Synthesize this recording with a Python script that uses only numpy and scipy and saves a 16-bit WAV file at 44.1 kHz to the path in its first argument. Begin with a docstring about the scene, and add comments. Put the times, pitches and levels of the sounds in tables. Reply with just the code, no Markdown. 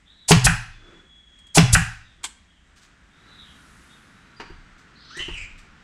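"""Air nailer in a small workshop

An air nailer fires twice into a fibreboard box on a workbench, close to the microphone.
Each shot is a valve hiss, the driver's blow and the nail's crack, then an exhaust puff and the piston clacking home.
Shaped noise makes the air and the blows; fading tones make the wood and metal ring.
A seal whistles faintly now and then, and the nose clicks as it lifts off and knocks as it is set down again.
The ribbed air hose zips and squeals along the bench edge as unsteady tones."""
import sys
import numpy as np
from scipy import signal
from scipy.fft import rfft, irfft
from scipy.io import wavfile

SR = 44100
rng = np.random.default_rng(int(sys.argv[2]) if len(sys.argv) > 2 else 0)


def materialize(psi):
    """Save the field psi as 16-bit PCM at rate SR to the path in sys.argv[1].

    A 1-D psi becomes a single channel; in a 2-D psi each row is a channel.
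    """
    bounded = np.clip(np.atleast_2d(psi).T, -1, 1)
    quanta = np.round(bounded * 32767).astype(np.int16)
    wavfile.write(sys.argv[1], SR, quanta)


N = 257103
T = np.arange(N) / SR  # time in the whole scene, s
AGE = T[:SR]  # time since one sound began, s


def amp(db):
    """Turn decibels into gain."""
    return 10 ** (np.asarray(db) / 20)


def fade(t60):
    """One second of even dying away, falling 60 dB in t60 seconds."""
    return amp(-60 * AGE / t60)


def add(out, s, sound):
    """Mix a sound in at time s."""
    i = int(s * SR)
    out[i:i + len(sound)] += sound[:N - i]


def colour_gain(f, colour):
    """Gain at each frequency, drawn through a list of (frequency [Hz], level [dB]) points."""
    hz, db = np.transpose(colour)
    return amp(np.interp(np.log(f), np.log(hz), db))


def noise(colour, size=SR):
    """Coloured noise of rms 1: every frequency starts at a random phase, and the deep bass is cut."""
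    f = np.fft.rfftfreq(size, 1 / SR) + 1
    lowest_hz = colour[0][0]
    gain = colour_gain(f, colour) * np.minimum(f / lowest_hz, 1) ** 2
    x = irfft(gain * np.exp(2j * np.pi * rng.random(len(f))), size)
    return x / x.std()


def slap(colour):
    """One sharp coloured pulse of peak 1, with its energy packed as early as possible."""
    f = np.fft.rfftfreq(SR, 1 / SR) + 1
    lowest_hz = colour[0][0]
    gain = colour_gain(f, colour) * f / (f + lowest_hz)
    cepstrum = irfft(np.log(gain), SR)
    # keeping only the first half of the cepstrum leaves no sound before the hit
    x = irfft(np.exp(rfft(2 * cepstrum * (AGE < .5))), SR)
    return x / np.abs(x).max()


def wander(rate):
    """Smooth random drift of rms 1 that changes about rate times a second."""
    smoother = signal.butter(2, min(rate, SR / 4), fs=SR, output="sos")
    x = signal.sosfilt(smoother, rng.standard_normal(N))
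    return x / x.std()


def mode(hz, t60):
    """One freely ringing resonance: a sine that dies away."""
    return np.sin(2 * np.pi * hz * AGE) * fade(t60)


def ring(modes):
    """Metal resonances ring together; every blow lands a little differently."""
    out = 0
    for hz, db, t60 in modes:
        out = out + amp(db + rng.normal()) * mode(hz * (1 + 0.00023 * rng.normal()), t60)
    return out


def burst(length, rise, t60):
    """A loudness curve that opens, holds until length and then dies away."""
    past_end = np.minimum(length - AGE, 0)
    dying = np.minimum(np.exp(np.log(1000) * past_end / t60), 1)
    return (1 - np.exp(-AGE / rise)) * dying


def swell(s, length, attack, release):
    """A loudness curve that builds up, holds and stops."""
    return np.clip((T - s) / attack, 0, 1) * np.clip((s + length - T) / release, 0, 1)


def tone_phase(pitch, scatter, rate):
    """Phase of a tone that follows its pitch unsteadily."""
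    return 2 * np.pi * np.cumsum(pitch * (1 + scatter * wander(rate))) / SR


# walls of the box: (frequency [Hz], level [dB], time to fall 60 dB [s])
BOX_WALLS = [(213, -15, 0.14), (280, -12.5, 0.11), (420, -12, .09), (692, -24.5, .2), (772, -5, .023),
             (1018, -25, 0.32)]


def box():
    """The walls of the box ring briefly; neighbouring resonances swing in opposite directions."""
    return sum((-1) ** k * amp(db) * mode(hz, t60) for k, (hz, db, t60) in enumerate(BOX_WALLS))


PANEL_HZ = 165  # note of the top panel
# lower notes of the room: (frequency [Hz], level [dB], time to fall 60 dB [s])
LOW_ROOM_NOTES = [(112, -19.5, .6), (124.3, -10.5, 0.33)]


def boom(damped_s=.057):
    """The top panel swings evenly until damped; then a lower note of the room rings on."""
    out = np.zeros(N)
    add(out, 0, amp(-3.5) * mode(PANEL_HZ, t60=0.45) * burst(damped_s, rise=0.0076, t60=0.072))
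    add(out, damped_s, sum(amp(db) * mode(hz, t60) for hz, db, t60 in LOW_ROOM_NOTES))
    return out[:SR]


def sway(hz=29.3, t60=0.98):
    """The bench rocks slowly under the microphone: a very low note and a rumble."""
    rumble = noise([(22, 7.5), (50, 0.0), (90, -0.5), (300, -68.5)]) * fade(t60)
    return amp(0.5) * mode(hz, t60) + amp(-4.5) * rumble


# each shot: (driver's blow at [s], wait until the piston is home [s], nail's crack level [dB],
# exhaust level [dB], piston level [dB])
SHOTS = [(.3090, .1578, -5, -12, -4), (1.5738, .177, -6.5, -12, -4)]
# tone colours of the driver's blow, the nail's crack and the magazine's rattle: (frequency [Hz], level [dB])
BLOW_COLOUR = [(200, 2), (350, -3), (850, -6), (1500, -9), (3000, -19), (8000, -23.5), (15000, -40)]
CRACK_COLOUR = [(300, -12.5), (1200, -5), (2000, -4), (2750, 3), (3800, -11), (5500, -2), (9000, -21.5),
                (15000, -27)]
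RATTLE_COLOUR = [(250, -6.5), (1100, -2), (2100, 2.5), (5500, -4.5), (14000, -33)]
# the nailer's metal housing: (frequency [Hz], level [dB], time to fall 60 dB [s])
HOUSING = [(1640, -21, 0.25), (1614, -25.5, 0.2), (1855, -18, 0.34), (2024, -23, 0.29), (2152, -27.5, 0.33),
           (2593, -24, .3), (3170, -29, 0.17)]


def shots(crack_delay_s=.0069):
    """The driver slams the box, the nail cracks home and the magazine rattles; the recoil rocks the bench."""
    out = np.zeros(N)
    for s, _, crack_db, _, _ in SHOTS:
        blow = amp(-1.5) * slap(BLOW_COLOUR) + amp(-13.5) * noise(BLOW_COLOUR) * fade(0.11)
        add(out, s, amp(0.5) * (blow + box() + boom() + amp(-28.0) * sway()))
        crack = amp(-2) * noise(CRACK_COLOUR) * burst(0.003, rise=0.000092, t60=0.024)
        rattle = amp(-6.5) * noise(RATTLE_COLOUR) * fade(0.15)
        add(out, s + crack_delay_s, amp(crack_db) * (crack + rattle + amp(-18.0) * ring(HOUSING)))
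    return out


# tone colour of the piston against its stop: (frequency [Hz], level [dB])
PISTON_COLOUR = [(550, -27), (760, -0.5), (1100, -7.5), (1500, 6.5), (1880, 5), (2170, -7), (2500, 1),
                 (2850, -4), (3400, -14), (12000, -35.5)]
# bounces of the piston: (time after landing [s], level against the piston level [dB])
BOUNCES = [(.0042, -9), (.0085, -4)]


def returns():
    """The piston clacks against its stop and bounces, rings the housing and nudges the box."""
    out = np.zeros(N)
    for s, home, _, _, db in SHOTS:
        landing = s + home
        for late, hit_db in [(0.00017, 0.0016)] + BOUNCES:
            add(out, landing + late, amp(db + hit_db - 4) * noise(PISTON_COLOUR) * fade(0.032))
        tail = amp(-13.5) * noise(PISTON_COLOUR) * fade(0.37)
        add(out, landing, amp(db) * (tail + amp(-15.5) * ring(HOUSING)))
        add(out, landing + 0.011, amp(db - 5.5) * boom() * fade(1.0))
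    return out


# tone colour of air hissing through a port: (frequency [Hz], level [dB])
JET_COLOUR = [(400, -19), (1400, -12.5), (2500, -8.5), (4500, -0.5), (8000, 4), (9200, 1.5), (10400, 3.5),
              (12000, -15), (16000, -27.5)]


def jet(length, hiss_db, puff_db, lead):
    """Air hisses through a port as it opens and shoves the microphone with a low puff."""
    out = np.zeros(N)
    opening = 1 / (1 + np.exp((lead - AGE) / 0.0018))  # half open after the lead time
    hiss = noise(JET_COLOUR) * opening * burst(lead + length, rise=0.003, t60=0.011)
    add(out, 0, amp(hiss_db) * hiss)
    wind = noise([(25, -3.5), (100, -0.5), (200, -17.5), (500, -37.0), (4000, -57)]) * fade(0.51)
    puff = amp(-6.5) * wind - mode(47, t60=0.086)
    puff = puff * burst(length, rise=0.0016, t60=0.85)
    add(out, lead, amp(puff_db) * (puff + amp(-20.5) * sway()))
    return out


# the valve opens this long before the blow, and its air holds this long
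VALVE_LEAD_S, VALVE_S = .0238, 0.028
# the exhaust opens this long before the piston lands, and its air holds this long
EXHAUST_LEAD_S, EXHAUST_S = .0213, .019
# tone colour of air filling the cylinder: (frequency [Hz], level [dB])
CYLINDER_COLOUR = [(400, -16.5), (830, -0.5), (2000, -33.5)]


def jets(lead=0.013):
    """The valve hisses before each blow, the exhaust before each return of the piston."""
    out = np.zeros(N)
    for s, home, _, exhaust_db, _ in SHOTS:
        valve_at, exhaust_at = s - VALVE_LEAD_S, s + home - EXHAUST_LEAD_S
        add(out, valve_at - lead, jet(VALVE_S, hiss_db=-16, puff_db=-36, lead=lead))
        filling = noise(CYLINDER_COLOUR) * burst(VALVE_LEAD_S, rise=VALVE_S, t60=VALVE_S)
        add(out, valve_at, amp(-19.5) * filling)
        add(out, exhaust_at - lead, jet(EXHAUST_S, exhaust_db, puff_db=-9.5, lead=lead))
    return out


# clicks of the safety tip and trigger: (time [s], level [dB])
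CLICKS = [(1.388, -54.5), (1.468, -52.5), (2.2321, -37.5), (2.24, -22), (2.25, -30), (5.1702, -37)]
# tone colour of a click: (frequency [Hz], level [dB])
CLICK_COLOUR = [(332, -18), (636, -28), (880, -5.5), (1380, -15.5), (1570, -5), (1850, -14.5), (2210, -7),
                (2750, -11.5), (3200, -5.5), (5660, -15.5), (8120, -4), (10400, -17.5), (15000, -46)]
# the steel safety tip: (frequency [Hz], level before a 20 dB lift [dB], time to fall 60 dB [s])
SAFETY_TIP = [(1055, -37, .1), (6610, -35, .05), (7945, -35, .08)]


def clicks():
    """Sharp steel clicks of the safety tip and trigger; the nail strip shivers on after each."""
    out = np.zeros(N)
    for s, db in CLICKS:
        snap_and_shiver = noise(CLICK_COLOUR) * (fade(0.063) + amp(-15) * fade(0.15))
        steel = snap_and_shiver + amp(20) * ring(SAFETY_TIP)
        add(out, s, amp(db) * steel * (1 - np.exp(-AGE / 0.0011)))
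    return out


# nose and hand on the box: (time [s], rap level [dB], hollow thump level [dB], bench sway level [dB])
KNOCKS = [(4.3982, -28, -38, -46), (4.5, -50, -36, -42), (5.169, -51, -33.5, -63),
          (5.197, -39, -33.5, -39.5), (5.283, -36, -29, -30.5)]
# tone colour of a rap: (frequency [Hz], level [dB])
KNOCK_COLOUR = [(200, -2.5), (400, 9), (650, -6.5), (1000, 4.5), (1900, -3), (2700, -3), (3400, -13),
                (4800, -12.5), (15000, -51.5)]
# gritty scuffs of the nailer on the bench: (time [s], length before dying away [s], level [dB])
SCUFFS = [(2.756, 0.026, -55.5), (2.812, 0.026, -55.5), (4.778, 0.0163, -59), (5.576, 0.014, -53.5)]


def handling(thump_hz=345, thump_t60=0.055):
    """Hollow knocks are noise raps over short wood notes; gritty scuffs are roughened noise."""
    out = np.zeros(N)
    for s, rap_db, thump_db, sway_db in KNOCKS:
        rap = noise(KNOCK_COLOUR) * burst(0.00094, rise=0.0022, t60=0.11)
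        thump = mode(thump_hz, thump_t60) - .5 * mode(1.16 * thump_hz, thump_t60)
        thump = thump + amp(-13.5) * mode(PANEL_HZ, t60=0.41)
        add(out, s, amp(rap_db) * rap + amp(thump_db) * thump + amp(sway_db) * sway())
    for s, length, db in SCUFFS:
        roughness = amp(2.0 * wander(250)[:SR])
        grit = roughness * noise([(1500, 5.0), (4000, 6.0), (8000, 3.0), (14000, -20)])
        add(out, s, amp(db) * grit * burst(length, rise=0.4 * length, t60=0.15))
    return out


def ribs(pitch, scatter, soft_hz=2600):
    """Hose ribs tick so fast that they merge into a tone; slow ribs catch harder and add overtones in fits."""
    phase = tone_phase(pitch, scatter, rate=400)
    catch = amp(3 * wander(40)) / (1 + (pitch / soft_hz) ** 8)
    overtones = amp(-13.5) * np.sin(2 * phase) + amp(-12) * np.sin(3 * phase)
    # the hose also touches at a second place, where the ribs pass more slowly
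    second_contact = amp(-6) * np.sin(.91 * phase)
    return np.sin(phase) + second_contact + catch * overtones


# one contact of the hard pull speeds up: (time [s], rib rate [Hz], level [dB])
PULL_RISE = [(5.1, 1320, -44), (5.133, 1522, -47), (5.148, 1750, -41.5), (5.185, 1944, -33.5),
             (5.245, 2110, -45)]
# the next contact squeals to a stop: (time [s], rib rate [Hz], level [dB])
PULL_FALL = [(5.186, 2800, -35.5), (5.212, 3098, -29), (5.276, 2930, -39), (5.335, 2864, -37),
             (5.386, 2486, -36), (5.44, 2380, -37), (5.463, 2300, -53)]


def pull(edge_s=0.007):
    """One hard pull: a squeak glides up, a louder squeal sinks and roughens as it slows, and rubber scrapes."""
    out = np.zeros(N)
    scrape = amp(-21) * noise([(300, -1.0), (4500, -12), (7500, -5.0), (13000, -35)], size=N)
    for curve in (PULL_RISE, PULL_FALL):
        s, hz, db = np.transpose(curve)
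        pitch = np.interp(T, s, hz)
        slowing = 1 - pitch / np.maximum.accumulate(pitch)  # share of the top speed lost so far
        squeal = ribs(pitch, scatter=.036 + .17 * slowing)
        gain = amp(np.interp(T, s, db)) * swell(s[0], s[-1] - s[0], edge_s, edge_s)
        out += gain * (squeal + scrape)
    return out * amp(2.2 * wander(90))


# hose strokes over the bench edge: (time [s], length [s], first rib rate [Hz], last rib rate [Hz],
# level before easing off [dB])
ZIPS = [(0.045, 0.12, 3325, 4020, -53), (0.149, 0.13, 3920, 3630, -54), (2.016, 0.16, 3800, 3340, -61.5),
        (2.45, 0.162, 3240, 3080, -63), (3.092, 0.18, 3415, 3890, -62), (3.253, 0.13, 3890, 3806, -52),
        (3.369, 0.08, 3800, 3550, -45), (3.433, 0.1, 3140, 3134, -52), (3.889, 0.075, 3580, 3620, -55)]


def hose():
    """Light hose strokes, gliding in pitch with a slight arch, catch, ease off and let go unevenly."""
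    out = np.zeros(N)
    for s, length, first_hz, last_hz, db in ZIPS:
        along = np.clip((T - s) / length, 0, 1)
        arch = 1 + 0.025 * np.sin(np.pi * along)
        pitch = (first_hz + (last_hz - first_hz) * along) * arch
        gain = amp(db - 4 * along) * swell(s, length, attack=0.38 * length, release=.03)
        out += gain * ribs(pitch, scatter=0.028)
    return out * amp(2.5 * wander(64))


# the rasp starts here, lasts this long and centres on this pitch; each squeak peaks after SQUEAK_S
RASP_START_S, RASP_S, RASP_HZ, SQUEAK_S = 4.95, .26, 4190, 0.0029


def rasp(count=320, spread_octaves=0.45, last_db=-53, growth_db=9.5):
    """As the hose starts to slip, tiny squeaks crowd into a rasp that grows louder and spreads in pitch."""
    out = np.zeros(N)
    shape = AGE / SQUEAK_S * np.exp(1 - AGE / SQUEAK_S)
    for k in range(count):
        along = (k + rng.random()) / count
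        octaves = spread_octaves * np.sqrt(along) * rng.triangular(-2, 0, 2)
        squeak = shape * np.sin(2 * np.pi * RASP_HZ * 2 ** octaves * AGE)
        add(out, RASP_START_S + along * RASP_S, amp(last_db - growth_db * (1 - along)) * squeak)
    return out


# thin whistles of a seal: (time [s], length [s], starting pitch [Hz], fall in pitch [Hz],
# starting level before fluttering [dB], growth [dB per s])
WHISTLES = [(0.719, 0.86, 3503, 219, -60.5, 7), (4.059, .36, 3620, -430, -71, 3),
            (4.36, 0.3, 4845, 314, -54, -72)]


def whistles():
    """A seal whistles thinly, drifting in pitch and fluttering as the air escapes."""
    out = np.zeros(N)
    for s, length, hz, fall_hz, db, growth in WHISTLES:
        age = np.clip(T - s, 0, length)
        phase = tone_phase(hz - fall_hz * np.sqrt(age / length), scatter=.016, rate=350)
        gain = amp(db + growth * age) * swell(s, length, attack=0.0098, release=.05)
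        out += gain * (np.sin(phase) + amp(-21) * np.sin(2 * phase))
    return out * amp(2.2 * wander(24) - .5)


# soft rubs and a long low hiss: (time [s], length [s], level [dB], level of the hollow part [dB])
RUBS_AND_HISS = [(0.734, 0.4, -48, -49.5), (2.17, 0.18, -39, -45), (2.607, 0.77, -59.5, -86),
                 (3.091, 3.42, -53.5, -84)]
# tone colours of the soft part and the hollow part: (frequency [Hz], level [dB])
SOFT_COLOUR = [(59, -54), (100, -0.5), (231, -2.5), (570, -17), (1030, -12), (1400, -4), (2630, -15.5),
               (3610, -20), (6300, -27), (15000, -59)]
HOLLOW_COLOUR = [(220, -15), (340, 6.5), (480, -4.5), (700, -14), (14000, -76)]


def rubs_and_hiss():
    """Soft rubs, some with a hollow part, then a long low hiss that swells and sinks; all are shaped noise."""
    out = np.zeros(N)
    soft, hollow = noise(SOFT_COLOUR, size=N), noise(HOLLOW_COLOUR, size=N)
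    for s, length, soft_db, hollow_db in RUBS_AND_HISS:
        loudness = swell(s, length, attack=0.2, release=0.4)
        out += loudness * (amp(soft_db) * soft + amp(hollow_db) * hollow)
    return out * amp(0.093 * wander(14.0))


# tone colour of the shop air: (frequency [Hz], level [dB])
SHOP_COLOUR = [(25, 1), (69, 8), (135, -15), (163, 0.5), (278, -8.5), (438, -18.5), (1100, -17),
               (1810, -10), (2430, -17), (3830, -19), (4260, -27), (8320, -25), (15000, -63.5)]


def background():
    """Nearly steady shop air, and a fine hiss while the nailer swings back to the box."""
    hiss = noise([(4000, -3.5), (10000, 0.0), (15000, -28.0)], size=N)
    swing = amp(-62.0) * np.exp(-((T - 3.75) / 0.43) ** 2) * hiss
    return amp(-57.5 + 0.79 * wander(3.2)) * noise(SHOP_COLOUR, size=N) + swing


# echoes of the workshop: (frequency [Hz], time to fall 60 dB [s], level [dB])
ROOM = [(148, 0.7, -19), (510, 0.27, -6), (750, 0.51, -4.5), (2020, 0.52, -0.5), (3840, 0.67, -4.5),
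        (7900, 0.36, -1.5), (15000, 0.25, -16.5)]


def room(x, first_echo=0.0078):
    """Diffuse echoes from hard walls: fading noise in which every band has its own decay and strength."""
    hz, t60, db = np.transpose(ROOM)
    f = np.fft.rfftfreq(SR, 1 / SR) + 1
    white, response = rfft(rng.standard_normal(SR)), 0
    for k, share in enumerate(np.eye(len(hz))):
        band = irfft(white * np.interp(np.log(f), np.log(hz), share), SR)
        decay = fade(t60[k])
        response = response + amp(db[k]) * band * decay / np.linalg.norm(decay)
    build_up = 1 - np.exp(-(AGE / first_echo) ** 2)
    return signal.fftconvolve(x, response * build_up)[:N]


def scene():
    """The nailer is close; the exhaust and piston are drier than the blows, and the far hose sounds wetter."""
    blows, piston, air, steel = shots(), returns(), jets(), clicks()
    small = handling() + pull()
    far = hose() + rasp() + whistles()
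    to_room = amp(-3.5) * blows + amp(-7.5) * piston + amp(-7.5) * air
    to_room = to_room + amp(-12.0) * steel + amp(-1.0) * small + amp(4.0) * far
    close = blows + piston + air + steel + small + far
    return (close + room(to_room) + rubs_and_hiss() + background())[None]


def record(dry, notch_hz=9200, notch_q=9, notch_share=0.44, top_hz=15500):
    """The blows overload the recorder; the microphone port hollows the treble, and the top is cut."""
    notched = signal.lfilter(*signal.iirnotch(notch_hz, notch_q, fs=SR), dry)
    heard = dry + notch_share * (notched - dry)
    overloaded = np.clip(heard, -1, 1)
    return signal.sosfilt(signal.ellip(8, .2, 70, top_hz, fs=SR, output="sos"), overloaded)


dry = scene()
out = record(dry)
materialize(out)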